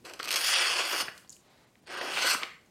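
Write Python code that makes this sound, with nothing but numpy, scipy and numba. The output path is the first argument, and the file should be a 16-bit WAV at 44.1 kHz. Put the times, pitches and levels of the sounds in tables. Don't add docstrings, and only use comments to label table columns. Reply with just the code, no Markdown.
import sys
import numpy as np
from scipy import signal
from scipy.fft import rfft, irfft
from scipy.io import wavfile
from scipy.ndimage import uniform_filter1d
from numba import njit

SR = 44100
rng = np.random.default_rng(int(sys.argv[2]) if len(sys.argv) > 2 else 0)


def convert_level_to_amplitude(level_db):
    exponent = np.asarray(level_db, float) / 20
    return 10 ** exponent


def inscribe(sig):
    pcm = np.round(np.clip(np.atleast_2d(sig).T, -1, 1) * 32767)
    wavfile.write(sys.argv[1], SR, pcm.astype(np.int16))


N = 119070

SWAY_DB = 1.2


@njit
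def sweep(x, hz, width):
    y, band, low = np.empty(len(x)), 0., 0.
    for i in range(len(x)):
        g, damping = np.tan(np.pi * hz[i] / SR), width / hz[i]
        v = (band + g * (x[i] - low)) / (1 + g * (g + damping))
        band, low, y[i] = 2 * v - band, low + 2 * g * v, damping * v
    return y


def svf(x, hz, width):
    return sweep(x, hz + np.zeros(len(x)), float(width))


def unit(x):
    return x / np.sqrt(np.mean(x ** 2))


def walk(rate):
    hold = int(SR / rate)
    steps = np.repeat(rng.standard_normal(N // 50)[:N // hold + 1], hold)
    return unit(uniform_filter1d(uniform_filter1d(steps, hold), hold)[:N])


def fade(t, start, t60, rise=0.0011):
    since = np.maximum(t - start, 0)
    return (1 - np.exp(-since / rise)) * convert_level_to_amplitude(-60 * since / max(t60, .004))


def snaps():
    snaps_per_s, spread_db = 8000, 2.6
    on, sign, size = rng.random((3, N))
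    return unit((on < snaps_per_s / SR) * (sign - .5) * convert_level_to_amplitude(-spread_db * np.log(size + .015)))


def cutting(t):
    # (time [s], pressure [dB], brightness [dB/octave], focus on the middle [dB/octave^2])
    bite = [
        (.04, -67, -17, -3),
        (.05, -54, -4, -1.8),
        (.09, -48.5, -2, -0.8),
        (.12, -55, -5.5, -1.4),
        (.18, -62, -5.5, -0.5),
        (.23, -48.5, -6, 0),
        (.3, -44, -0.5, -0.5),
        (.355, -41, -3, -1.1),
        (.39, -68, -1, 3),
    ]
    first_cut = [
        (.365, -57, 0, 2.5),
        (0.379, -41.5, 0.61, -1.5),
        (0.441, -29, 2.4, 0.5),
        (.5, -27, 1.3, 1.2),
        (.58, -24.5, -0.91, 1.5),
        (.7, -28.5, -0.23, 1),
        (.88, -34, -0.51, 0.5),
        (1.016, -32, 1.3, -0.1),
        (1.028, -40, -2, -2),
    ]
    second_cut = [
        (1.859, -63.5, 0, 0.037),
        (1.875, -49.5, -3.5, 0.34),
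        (1.932, -39, -3.5, 0.12),
        (2.06, -37.5, -3, 0),
        (2.16, -36.5, -1.8, 0.61),
        (2.224, -30, 0, 0.73),
        (2.3, -26, 1, 0.98),
        (2.346, -28, 1, 0.052),
        (2.362, -60, 7, 0),
    ]
    # (time [s], peak level [dB], t60 [s], brightness [dB/octave])
    jerks = [(0.05, -29.5, 0.12, 1.9), (0.068, -42, 0.032, -8), (0.097, -28.5, 0.014, 3.5),
             (0.135, -31.5, 0.047, 13), (0.183, -37, 0.011, 3), (0.192, -24.5, 0.075, 0.7),
             (0.2077, -22, 0.014, 1.5), (0.229, -18.5, 0.02, 2), (0.2408, -21.5, 0.02, 6.5),
             (0.2466, -23, 0.031, 10), (0.2557, -19, 0.014, 9), (0.2742, -20, 0.022, 0),
             (0.2804, -21, 0.068, 11), (0.285, -21.5, 0.042, -5.5), (0.289, -18, 0.015, 6.5),
             (0.3062, -15, 0.035, 4), (0.311, -17, 0.036, 8.5), (0.3145, -11.5, 0.027, 4),
             (0.317, -18, 0.032, 6.5), (0.326, -13, 0.021, 5.5), (0.331, -16, 0.025, 3),
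             (0.334, -25, 0.035, 0), (0.3388, -10, 0.051, 1.5), (0.3435, -24, 0.05, 0.5),
             (0.3582, -8.5, 0.04, 2.5), (0.36, -17, 0.032, 4), (0.364, -12, 0.11, 1.5),
             (0.468, -17.5, 0.044, 4.5), (0.49, -12, 0.04, -1), (0.503, -12, 0.02, 1),
             (0.584, -18, 0.033, 4), (0.599, -18, 0.04, 5), (0.788, -13.5, 0.14, -3), (0.931, -17, 0.2, -5),
             (1.001, -12, 0.056, -1), (1.1771, -32.5, 0.027, 4), (1.871, -34.5, 0.041, -0.5),
             (2.244, -10, 0.051, -4), (2.263, -11, 0.043, 0), (2.296, -26, 0.03, 4),
             (2.337, -14.5, 0.018, -3)]
    # (frequency [Hz], width [Hz], level [dB])
    modes = [(352, 176, -18), (700, 334, -9), (1200, 256, -8), (1573, 286, -5), (2234, 443, -7),
             (2550, 404, -2), (3120, 440, -4.5), (4300, 525, -5), (5125, 700, -6.5), (6500, 510, -11.5),
             (8530, 1640, -8), (9600, 1500, -13), (12200, 4000, -15), (14260, 2000, -23)]
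    most_tilt_db, least_focus_db, slip_focus_db = 4, -1.2, .5
    first_snap_db, flutter_db, patchy_db = 5, 1.3, 1.5
    common_bend, own_bend = .035, .02
    fine_t60_s, fine_db = .02, -13

    fibres = snaps()
    flutter = convert_level_to_amplitude(flutter_db * walk(110))
    layers = []
    for stroke in (bite, first_cut, second_cut):
        s, db, tilt, focus = np.array(stroke).T
        pressure = convert_level_to_amplitude(np.interp(t, s, db, left=-140, right=-140)) * flutter
        tilt = np.interp(t, s, np.clip(tilt, -most_tilt_db, most_tilt_db))
        focus = np.interp(t, s, np.maximum(focus, least_focus_db))
        layers.append((pressure, tilt, focus))
    for s, db, t60, tilt in jerks:
        first_snap = convert_level_to_amplitude(first_snap_db) * fade(t, s, 0.0047, rise=0.00028)
        tear = convert_level_to_amplitude(db - 13) * (fade(t, s, t60) + first_snap)
        layers.append((tear, np.clip(tilt, -most_tilt_db, most_tilt_db), slip_focus_db))

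    out = 0
    bend = common_bend * walk(4.98)
    total = np.sqrt(sum(convert_level_to_amplitude(2 * db) for _, _, db in modes))
    for k, (hz, width, db) in enumerate(modes):
        octave = np.log2(hz / 2500)
        power = sum((env * convert_level_to_amplitude(tilt * octave - focus * octave ** 2)) ** 2 for env, tilt, focus in layers)
        drive = np.sqrt(power) * convert_level_to_amplitude(patchy_db * walk(34.71))
        centre = hz * (1 + bend + own_bend * walk(7.82))

        def ring(x):
            return svf(svf(x, centre, 1.74 * width), centre, 1.74 * width)

        out = out + (-1) ** k * convert_level_to_amplitude(db) / total * ring(fibres * drive) / ring(fibres).std()
    fine = rng.standard_normal(SR // 10) * fade(t[:SR // 10], 0, fine_t60_s)
    fine = fine / np.sqrt(np.sum(fine ** 2))
    return out + convert_level_to_amplitude(fine_db) * signal.fftconvolve(out, fine)[:N]


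def flicks(t):
    # (time [s], peak level [dB], pitch [Hz], t60 [s])
    flick_events = [(.1984, -28, 3220, 0.0094), (.199, -26.5, 1260, 0.049), (1.082, -23, 1530, 0.055),
                    (1.084, -38, 700, 0.05), (1.246, -51.5, 700, 0.059), (1.247, -51.5, 3340, 0.018),
                    (1.2942, -33, 6840, 0.01), (1.3005, -38, 7100, 0.0044), (1.3033, -35, 6850, 0.0079),
                    (1.318, -51, 5500, 0.021), (1.3235, -42, 7500, 0.034), (1.327, -41.5, 4900, 0.053),
                    (1.358, -52, 8900, 0.02), (1.3657, -46, 6900, 0.035), (1.755, -50, 1960, 0.01),
                    (1.276, -52, 4500, 0.02), (1.3657, -49, 2940, 0.017), (1.3657, -54, 12600, .015),
                    (1.2942, -50, 10800, 0.014), (1.838, -60, 500, 0.022), (2.012, -21, 1760, 0.044),
                    (2.172, -20.5, 2070, 0.051), (2.347, -17, 1200, 0.06), (2.419, -32, 3030, 0.039),
                    (2.425, -28, 1200, 0.075), (2.4325, -19, 2940, 0.0086), (2.433, -20, 2000, 0.032),
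                    (2.661, -59, 6500, 0.018)]
    click_gain, body_gain, flap_gain = 1.2, 2.2, 2.2
    flap_below_hz, body_span = 4000, 1.5
    out, noise, size = np.zeros(N), rng.standard_normal(N), int(.15 * SR)
    for s, db, hz, t60 in flick_events:
        at = slice(int(s * SR), int(s * SR) + size)
        click = fade(t[at], s, 0.0051, rise=0.00017) * np.sin(2 * np.pi * hz * (t[at] - s))
        crack = noise[at] * fade(t[at], s, t60, rise=0.00017) + click_gain * click
        body = crack
        for _ in range(3):
            body = svf(body, hz, body_span * hz)
        flap = svf(svf(crack, hz / 3, hz / 2), hz / 3, hz / 2)
        sound = svf(svf(crack, hz, .6 * hz), hz, .6 * hz)
        if hz < flap_below_hz:
            sound = sound + body_gain * body + flap_gain * flap
        out[at] += convert_level_to_amplitude(db) * sound / np.abs(sound).max()
    return out


def rustles(t):
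    # (start [s], length [s], level [dB], centre [Hz], width [Hz])
    swells = [(0.433, .11, -34.5, 5900, 1800), (0.857, .17, -49, 13000, 3000),
              (1.095, 0.17, -64, 7800, 7000), (1.87, 0.16, -66.5, 8300, 1500),
              (2.1, 0.13, -34.5, 2800, 600), (2.266, 0.1, -35, 5100, 1000), (0.978, 0.11, -46.5, 460, 520),
              (1.27, 0.15, -63, 6700, 2500), (1.366, 0.37, -66, 630, 700), (1.398, 0.35, -73, 2050, 406),
              (1.384, 0.32, -70.5, 3880, 896), (1.92, 0.46, -54.5, 275, 296),
              (2.249, 0.1, -40.5, 12200, 1500), (2.344, 0.15, -49.5, 760, 910),
              (2.426, 0.15, -55, 2000, 254)]
    out = 0
    for s, length, db, hz, width in swells:
        arch = np.sin(np.pi * np.clip((t - s) / length, 0, 1))
        swell = arch * convert_level_to_amplitude(db + SWAY_DB * walk(40.8))
        out = out + swell * unit(svf(rng.standard_normal(N), 1. 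* hz, 1. * width))
    return out


def blade(t):
    # (frequency [Hz], level [dB], t60 [s])
    partials = [(2035, -50, .33), (2132, -53, .33), (1900, -55, .3), (7531, -54, .5)]
    free_s = 2.37
    return sum(convert_level_to_amplitude(db) * fade(t, free_s, t60, rise=0.0072) * np.sin(2 * np.pi * hz * t)
               for hz, db, t60 in partials)


def room(x):
    t60_s, treble_t60_s, room_db = .4, .27, -8.5
    t, noise = np.arange(SR // 2) / SR, rng.standard_normal(SR // 2)
    low = signal.lfilter(*signal.butter(2, 5000, fs=SR), noise)
    tail = low * fade(t, 0.0047, t60_s, rise=0.014)
    tail = tail + (noise - low) * fade(t, 0.012, treble_t60_s, rise=0.0021)
    return convert_level_to_amplitude(room_db) * signal.fftconvolve(x, tail / np.sqrt(np.sum(tail ** 2)))[:N]


def kitchen():
    # (frequency [Hz], spectral level [dB per Hz])
    spectrum = [(18, -49), (30, -15.5), (105, -6.5), (190, -3.5), (800, -16), (1400, -22), (7600, -28),
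                (16000, -35.5)]
    background_db = -63
    hz, db = np.array(spectrum).T
    f = np.arange(N // 2 + 1) * SR / N + 1
    shape = convert_level_to_amplitude(np.interp(np.log(f), np.log(hz), db))
    hum = unit(irfft(rfft(rng.standard_normal(N)) * shape, N))
    return convert_level_to_amplitude(background_db + SWAY_DB * walk(7.7)) * hum


def scene():
    t = np.arange(N) / SR
    near = cutting(t) + flicks(t) + rustles(t)
    return (near + room(near) + blade(t) + kitchen())[None]


def thin_treble(x):
    # (time [s], thinned above [Hz])
    thin_frames = [(.553, 7000), (.596, 7500), (1.045, 6500), (1.49, 4500), (1.662, 3500), (1.812, 2600),
                   (1.858, 3500), (1.896, 6000), (1.96, 5800), (2.003, 6000), (2.324, 6000)]
    frame_s, kept_share = .03, .07
    y, size = x.copy(), int(frame_s * SR)
    window = np.sin(np.pi * np.arange(size) / size)
    f = np.arange(size // 2 + 1) * SR / size
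    for s, hz in thin_frames:
        start = int(s * SR) - size // 2
        at = slice(start, start + size)
        lines = rfft(x[0, at] * window)
        strength = np.abs(lines) * np.sqrt(f)
        weak = (f > hz) & (strength < np.quantile(strength[f > hz], 1 - kept_share))
        y[0, at] -= window * irfft(lines * weak, size)
    return y


def top_cut(x):
    return signal.sosfilt(signal.butter(12, 16490, fs=SR, output="sos"), x)


def record(dry):
    top_hz = 16000
    low_pass = signal.ellip(8, .2, 60, top_hz, fs=SR, output="sos")
    mix = thin_treble(signal.sosfilt(low_pass, dry))
    return top_cut(mix)


dry = scene()
out = record(dry)
inscribe(out)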